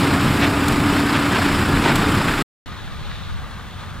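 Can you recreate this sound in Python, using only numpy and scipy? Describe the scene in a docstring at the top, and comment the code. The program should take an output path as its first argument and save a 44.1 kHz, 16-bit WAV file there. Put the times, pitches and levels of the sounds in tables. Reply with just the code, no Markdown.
"""A diesel drone, a fan hum and rushing straw, with crunches, knocks, clanks, squeaks and sharp ticks:
a tractor pulls a big square baler across a stubble field, heard side-on. Straw rattles through the
pickup, the plunger crushes each charge, loose guards chatter and wind buffets the microphone.
After a short silence the rig is heard from the front, farther off: soft exhaust throb, injector
clatter and a gear whine."""
import sys
import numpy as np
from scipy import signal
from scipy.fft import rfft, irfft
from scipy.io import wavfile

SR = 44100
rng = np.random.default_rng(int(sys.argv[2]) if len(sys.argv) > 2 else 0)


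def unload_audio(sound):
    """Save the sound as a 16-bit wav file, at the path given as the first command line argument."""
    columns = np.transpose(np.atleast_2d(sound))
    # keep every value between -1 and 1, then stretch to whole-number steps
    steps = np.round(np.clip(columns, -1, 1) * 32767)
    wavfile.write(sys.argv[1], SR, steps.astype(np.int16))


N = 176400
T = np.arange(N) / SR
FIRINGS_PER_TURN = 3  # six cylinders


def from_db(db):
    return 10 ** (np.asarray(db) / 20)


def unit_rms(x):
    return x / np.sqrt(np.mean(x ** 2) + 1e-20)


def in_time(rows):
    """Table columns, interpolated linearly in time."""
    times, *columns = np.transpose(rows)
    return np.squeeze([np.interp(T, times, column) for column in columns])


def drift(rate_hz):
    """Slow random wander, rms about 1."""
    pole = np.exp(-80 * np.pi * rate_hz / SR)
    slow = signal.lfilter([1], [1, -2 * pole, pole * pole], rng.standard_normal(N // 40 + 2002))[2000:]
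    return np.interp(np.arange(N) / 40, np.arange(len(slow)), unit_rms(slow))


def coloured(x, spectrum):
    """Filter by (frequency [Hz], gain [dB]) rows, steep skirts beyond the ends; rms 1."""
    hz, db = np.transpose(spectrum)
    bins_hz = np.maximum(np.arange(N // 2 + 1) * SR / N, 1)
    gain = from_db(np.interp(np.log(bins_hz), np.log(hz), db))
    skirts = np.minimum(1, np.minimum(bins_hz / hz[0], hz[-1] / bins_hz)) ** 4
    return unit_rms(irfft(rfft(x) * gain * skirts, N))


def noise(width_db):
    """Stereo white noise; width is side over mid."""
    mid, side = rng.standard_normal((2, N))
    return mid + from_db(width_db) * side * np.array([[1], [-1]])


def grains(per_s, spread_db):
    """Randomly timed snaps; rms 1."""
    sizes = from_db(spread_db * np.minimum(rng.exponential(1, N), 4)) * rng.choice([-1, 1], N)
    return unit_rms(sizes * (rng.random(N) < per_s / SR))


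def phase_of(hz):
    return 2 * np.pi * np.cumsum(hz) / SR


def burst(start_s, hold_s, attack_s, decay_s):
    """Linear attack, hold, exponential release."""
    attack = np.clip((T - start_s) / attack_s, 0, 1)
    return attack * np.exp(-np.maximum(T - start_s - hold_s, 0) / decay_s)


def rattle(per_s, low_hz, high_hz, ring_s, count):
    """Small parts struck at random, each ringing briefly at its own pitch."""
    rings, pole = 0, np.exp(-1 / (ring_s * SR))
    for hz in np.linspace(low_hz, high_hz, count) * rng.uniform(.98, 1.02, count):
        omega = 2 * np.pi * hz / SR
        chance = rng.random(N) * SR / per_s
        taps = np.where(chance < 1, chance - .5, 1e-18)
        rings += signal.lfilter([np.sin(omega)], [1, -2 * pole * np.cos(omega), pole * pole], taps)
    return unit_rms(rings)


def diesel(firing_phase):
    """Low exhaust orders, each slightly unsteady in level and phase."""
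    # exhaust orders: (multiple of firing rate, relative level [dB])
    orders = [(1, -2.5), (1.5, -10.5), (2, -16.5)]
    # drone: (time [s], level [dB])
    level = [(0, -25), (.3, -25.5), (.45, -30), (.8, -27.5), (1.3, -34), (1.65, -27), (2, -32), (2.42, -32),
             (2.66, -43), (3.15, -43), (3.27, -37), (3.5, -37), (3.66, -50), (3.76, -35), (3.86, -41),
             (4, -42)]
    exhaust = 0
    for order, db in orders:
        gain = from_db(db + 1.8 * drift(2.6))
        exhaust += gain * np.sin(order * firing_phase + .2 * drift(5.1) + rng.uniform(0, 2 * np.pi))
    return from_db(in_time(level)) * unit_rms(exhaust)


def housing_rumble():
    """The running baler's housing rumbles, side-on."""
    # housing spectrum: (frequency [Hz], gain [dB])
    colour = [(55, -8.5), (80, -6.5), (130, -1.5), (175, -4), (250, -3), (330, -5.5), (420, -10.5),
              (500, -16), (700, -17.5), (910, -23)]
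    # rumble: (time [s], relative level [dB])
    level = [(0, -22.5), (.6, -24), (.9, -23), (1.3, -25), (1.7, -23.5), (2.1, -23.5), (2.42, -26)]
    return coloured(noise(width_db=-73), colour) * from_db(in_time(level) + 3.5 + drift(16))


def pickup(firing_phase):
    """Straw and tines rattle in the pickup, shaken at the crank rate."""
    # straw spectrum: (frequency [Hz], gain [dB])
    colour = [(290, -15), (500, -8), (657, -5.5), (850, 1), (1290, 2.5), (2000, -4), (2770, -6.5),
              (3200, -10), (3500, -9.5), (4400, -13.5), (5250, -14.5), (5800, -22), (6200, -26),
              (7100, -19), (7950, -16), (8700, -23.5), (9540, -20.5), (11700, -28.5), (13200, -27),
              (13800, -22.5), (14150, -25.5), (14600, -37), (15600, -35)]
    # straw rush: (time [s], relative level [dB])
    level = [(0, -21.7), (.2, -23), (.35, -22.5), (.55, -24.3), (.75, -23.5), (1, -23), (1.25, -23.3),
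             (1.5, -22), (1.7, -23.3), (2, -22.5), (2.2, -23), (2.42, -23.5)]
    tines = rattle(per_s=30, low_hz=1396.5, high_hz=14330, ring_s=.0083, count=80)
    straw = noise(width_db=-64.5) + .57 * grains(per_s=2500, spread_db=2.5)
    shake_db = np.sin(firing_phase / FIRINGS_PER_TURN) + .5 * drift(17)
    return coloured(straw + .5 * tines, colour) * from_db(in_time(level) + .5 + shake_db)


def crunches(firing_phase):
    """Plunger and feeder forks crush each charge of straw in a dense burst of snaps."""
    # crunches: (start [s], length [s], level [dB])
    charges = [(.413, .042, -22), (.92, .075, -30), (1.138, .04, -24.5), (1.325, .065, -25),
               (1.41, .09, -28), (1.838, .068, -20.8), (1.96, .08, -27.5), (2.275, .02, -29)]
    # crushed straw spectrum: (frequency [Hz], gain [dB])
    colour = [(100, -25.5), (300, -16), (600, 3.5), (950, 1.5), (1800, 1), (3400, -4), (5200, -13),
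              (6200, -21), (8000, -20), (15000, -58.5)]
    force = sum(from_db(db) * burst(start_s, length_s, attack_s=.0024, decay_s=.016)
                for start_s, length_s, db in charges)
    shake_db = .75 * np.sin(firing_phase / FIRINGS_PER_TURN)
    straw = noise(width_db=-62) + .88 * grains(per_s=2100, spread_db=0)
    return force * from_db(shake_db) * coloured(straw, colour)


def spinning_tone(track, wander_hz, wander_rate_hz, flutter_db):
    """Note of a spinning part, fluttering on its way through the air."""
    hz, db = in_time(track)
    flutter = from_db(flutter_db * drift(3.7))
    phase = phase_of(hz + wander_hz * drift(wander_rate_hz))
    return from_db(db) * unit_rms(flutter * np.sin(phase))


def fan():
    """Hum of the spinning fan."""
    # hum: (time [s], frequency [Hz], level [dB])
    hum = [(0, 282, -21.5), (.14, 282, -21.5), (.22, 282, -28), (.37, 282.5, -30), (.44, 283.5, -19),
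           (.53, 286, -24), (.93, 286, -22.5), (1.28, 287, -24), (1.35, 286, -35), (1.46, 284, -20),
           (1.62, 283, -33), (1.72, 284, -27.5), (1.9, 286, -32), (2.03, 286, -26.5), (2.42, 285, -34)]
    return spinning_tone(hum, wander_hz=1.1, wander_rate_hz=8, flutter_db=1.8)


def knocks():
    """Dull knocks of the hollow baler housing."""
    # knocks: (start [s], level [dB])
    hits = [(0.219, -16), (0.438, -17.5), (.925, -16), (1.458, -16.5), (1.851, -15.5), (1.993, -11)]
    # housing resonance: (frequency [Hz], gain [dB])
    colour = [(110, -3.5), (200, 7), (280, 10), (360, 5), (480, -23)]
    force = sum(from_db(db) * burst(start_s, hold_s=.00313, attack_s=.0053, decay_s=.0087)
                for start_s, db in hits)
    return force * coloured(noise(width_db=-56), colour)


def ram_clank():
    """The ram hits its stop and bounces three times, each touch a short metallic ring."""
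    # ram modes: (frequency [Hz], relative level [dB])
    modes = [(921, 0), (1030, -10), (1507, -8)]
    hit_s, hit_db, bounce_s, loss_db = 1.855, -17.5, .0192, 1.8
    force = sum(from_db(hit_db - k * loss_db)
                * burst(hit_s + k * bounce_s, hold_s=.005, attack_s=.002, decay_s=.005) for k in range(4))
    ring = sum(from_db(db) * np.sin(phase_of(hz + 15 * drift(53))) for hz, db in modes)
    return force * unit_rms(ring)


def guard_clatter():
    """Loose steel guards chatter in short bursts, each around its own pitch."""
    # clatters: (start [s], length [s], level [dB], centre [Hz])
    bursts = [(.418, .034, -21, 2150), (1.14, .026, -26.5, 2450), (1.345, .028, -25, 2100),
              (1.767, .007, -23, 1900), (2.281, .016, -20.5, 1750), (3.11, .007, -36, 1600)]
    # guard spectrum: (multiple of centre, gain [dB])
    colour = [(.45, -7), (.8, -1), (1.1, 0), (1.35, -4), (1.8, -11)]
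    contacts = grains(per_s=3700, spread_db=-2)
    clatter = 0
    for start_s, length_s, db, centre_hz in bursts:
        guard = coloured(contacts, [(ratio * centre_hz, gain_db) for ratio, gain_db in colour])
        clatter += from_db(db) * burst(start_s, length_s, attack_s=.002, decay_s=.002) * guard
    return clatter


def ticks():
    """Sharp ticks of the baler's moving metal parts."""
    # ticks: (start [s], level [dB])
    hits = [(0.682, -21.5), (.722, -29.5), (1.956, -21.5)]
    # metal spectrum: (frequency [Hz], gain [dB])
    colour = [(500, 0.5), (2500, 3), (3400, 10), (5000, 4.5), (6200, 1), (7800, 8), (10000, 0.5),
              (14000, 1), (16000, -17)]
    force = sum(from_db(db) * burst(start_s, hold_s=.003, attack_s=.00067, decay_s=.005)
                for start_s, db in hits)
    return force * coloured(noise(width_db=-59), colour)


def squeaks():
    """Rubbing parts squeak, sagging in pitch as they slow."""
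    # squeaks: (start [s], length [s], level [dB])
    rubs = [(1.325, .055, -25), (1.457, .035, -28)]
    start_hz, sag_hz_per_s = 1760, 7800
    waver_hz = 30 * drift(91.4)
    sound = 0
    for start_s, length_s, db in rubs:
        hz = start_hz + waver_hz - sag_hz_per_s * np.clip(T - start_s, 0, length_s)
        envelope = from_db(db) * burst(start_s, length_s, attack_s=.006, decay_s=.006)
        sound += envelope * np.sin(phase_of(hz))
    return sound


def exhaust_rumble():
    """Dull exhaust noise, from the front."""
    # exhaust spectrum: (frequency [Hz], gain [dB])
    colour = [(32, -41), (55, -3), (96, -6), (210, -10.5), (259, -17), (283, -21.5), (307, -21.5),
              (600, -24.5), (780, -44), (1320, -120)]
    # rumble: (time [s], relative level [dB])
    level = [(2.68, -37.5), (3.628, -39), (3.98, -38.5), (4.0, -36)]
    return coloured(noise(width_db=-4), colour) * from_db(in_time(level) + 3)


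def injectors(firing_phase):
    """Injector clatter, swelling with each firing."""
    # clatter spectrum: (frequency [Hz], gain [dB])
    colour = [(260, -32), (450, -18), (562, -10.5), (973, -6.5), (1230, -3), (1330, -6), (1590, -6),
              (2000, -10), (2440, -15), (3330, -13), (3920, -13.5), (4600, -21), (5430, -24.5), (8500, -29),
              (11500, -38), (15600, -41)]
    # clatter: (time [s], relative level [dB])
    level = [(2.68, -41.5), (2.83, -42.5), (3.04, -44), (3.11, -41.5), (3.17, -43.5), (3.5, -42),
             (3.76, -45.5), (3.8, -40), (3.9, -43), (4, -44)]
    parts = rattle(per_s=14, low_hz=744, high_hz=4503, ring_s=.015, count=40)
    clatter = noise(width_db=-12.5) + .17 * grains(per_s=1300, spread_db=-1) + .26 * parts
    beat_db = .65 * np.sin(firing_phase) + .49 * np.sin(firing_phase / 2) + .51 * drift(30)
    return coloured(clatter, colour) * from_db(in_time(level) + 4 + beat_db)


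def gears():
    """Whine of the spinning gears."""
    # whine: (time [s], frequency [Hz], level [dB])
    whine = [(0, 1226, -41), (.5, 1234, -39), (.8, 1224, -36), (1.15, 1235, -36), (1.45, 1228, -45),
             (2.42, 1240, -42), (2.66, 1232, -50), (3.2, 1222, -51), (3.6, 1205, -52), (4, 1225, -55)]
    return spinning_tone(whine, wander_hz=4.9, wander_rate_hz=34.3, flutter_db=2)


def squeal(pitch_hz=13110):
    """Thin squeal of the baler's moving parts."""
    # squeal: (time [s], level [dB])
    level = [(0, -68), (.15, -54.5), (.32, -47), (.42, -46), (.6, -66), (.8, -82)]
    return from_db(in_time(level)) * np.sin(phase_of(pitch_hz + 45 * drift(120)))


def rustle():
    """Straw rustles under the approaching rig."""
    # rustle: (time [s], level [dB])
    level = [(2.66, -48), (2.9, -46), (3.15, -41), (3.3, -45), (3.5, -57), (3.7, -48.5), (4, -59)]
    # straw spectrum: (frequency [Hz], gain [dB])
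    colour = [(2300, -3.5), (3100, -4), (3600, 1.5), (4100, -4), (5200, -14), (6200, -18), (8000, -26)]
    straw = noise(width_db=-6) + grains(per_s=980, spread_db=0)
    return coloured(straw, colour) * from_db(in_time(level))


def wind():
    """Low gusts on the microphone."""
    # gusts: (time [s], level [dB])
    level = [(0, -41), (.25, -36), (.6, -36), (.72, -30), (.85, -35), (1.2, -34), (1.32, -42), (1.52, -33),
             (1.68, -36), (1.76, -22), (1.87, -34), (2.02, -29), (2.42, -31), (2.66, -48), (2.92, -45),
             (3.02, -34), (3.15, -47)]
    # gust spectrum: (frequency [Hz], gain [dB])
    colour = [(10, -3.5), (20, -8), (30, 7.5), (48, -9), (80, -2), (200, -49.5), (500, -70.5)]
    return from_db(in_time(level)) * coloured(noise(width_db=-47.5), colour)


def eddies():
    """Eddies buffet left and right differently."""
    # buffeting: (time [s], level [dB])
    level = [(2.66, -42), (2.88, -34), (3.13, -29), (3.22, -34), (3.33, -25), (3.43, -36), (3.7, -44),
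             (4, -34)]
    # eddy spectrum: (frequency [Hz], gain [dB])
    colour = [(12, -7), (35, -3), (70, -6), (150, -22), (400, -42)]
    return from_db(in_time(level)) * coloured(noise(width_db=7.5), colour)


def field_hiss(level_db=-56.5):
    """Fine hiss of straw all over the field."""
    # hiss spectrum: (frequency [Hz], gain [dB])
    colour = [(6000, 2), (10000, -2), (15600, -4.5)]
    return from_db(level_db) * coloured(noise(width_db=0), colour)


def scene():
    """The rig side-on, a short silence, then the rig from the front."""
    # diesel firing: (time [s], rate [Hz])
    firing_rate = [(0, 89), (.25, 90.96), (.75, 90.8), (1.2, 92.3), (1.65, 89.56), (2.4, 93.3), (2.7, 90.6),
                   (3.2, 93), (3.45, 89), (4, 93.8)]
    side_end_s, fade_s, front_start_s = 2.423, .001, 2.659
    right_delay_s, pan_db = .00004, .5
    firing_phase = phase_of(in_time(firing_rate))
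    running = diesel(firing_phase) + gears() + wind() + guard_clatter()
    side = running + fan() + housing_rumble() + pickup(firing_phase) + crunches(firing_phase)
    side += knocks() + ram_clank() + squeaks() + ticks() + squeal()
    left, right = running + exhaust_rumble() + injectors(firing_phase) + rustle()
    front = np.array([left, np.interp(T - right_delay_s, T, right)]) + field_hiss() + eddies()
    front *= from_db([[pan_db], [-pan_db]])
    side_fade = np.exp(-np.maximum(T - side_end_s, 0) / fade_s)
    return side * side_fade + front * (T >= front_start_s)


def record(dry):
    """Steep low-pass."""
    cutoff_hz = 15800
    return signal.sosfilt(signal.ellip(12, .1, 80, cutoff_hz, fs=SR, output="sos"), dry)


dry = scene()
out = record(dry)
unload_audio(out)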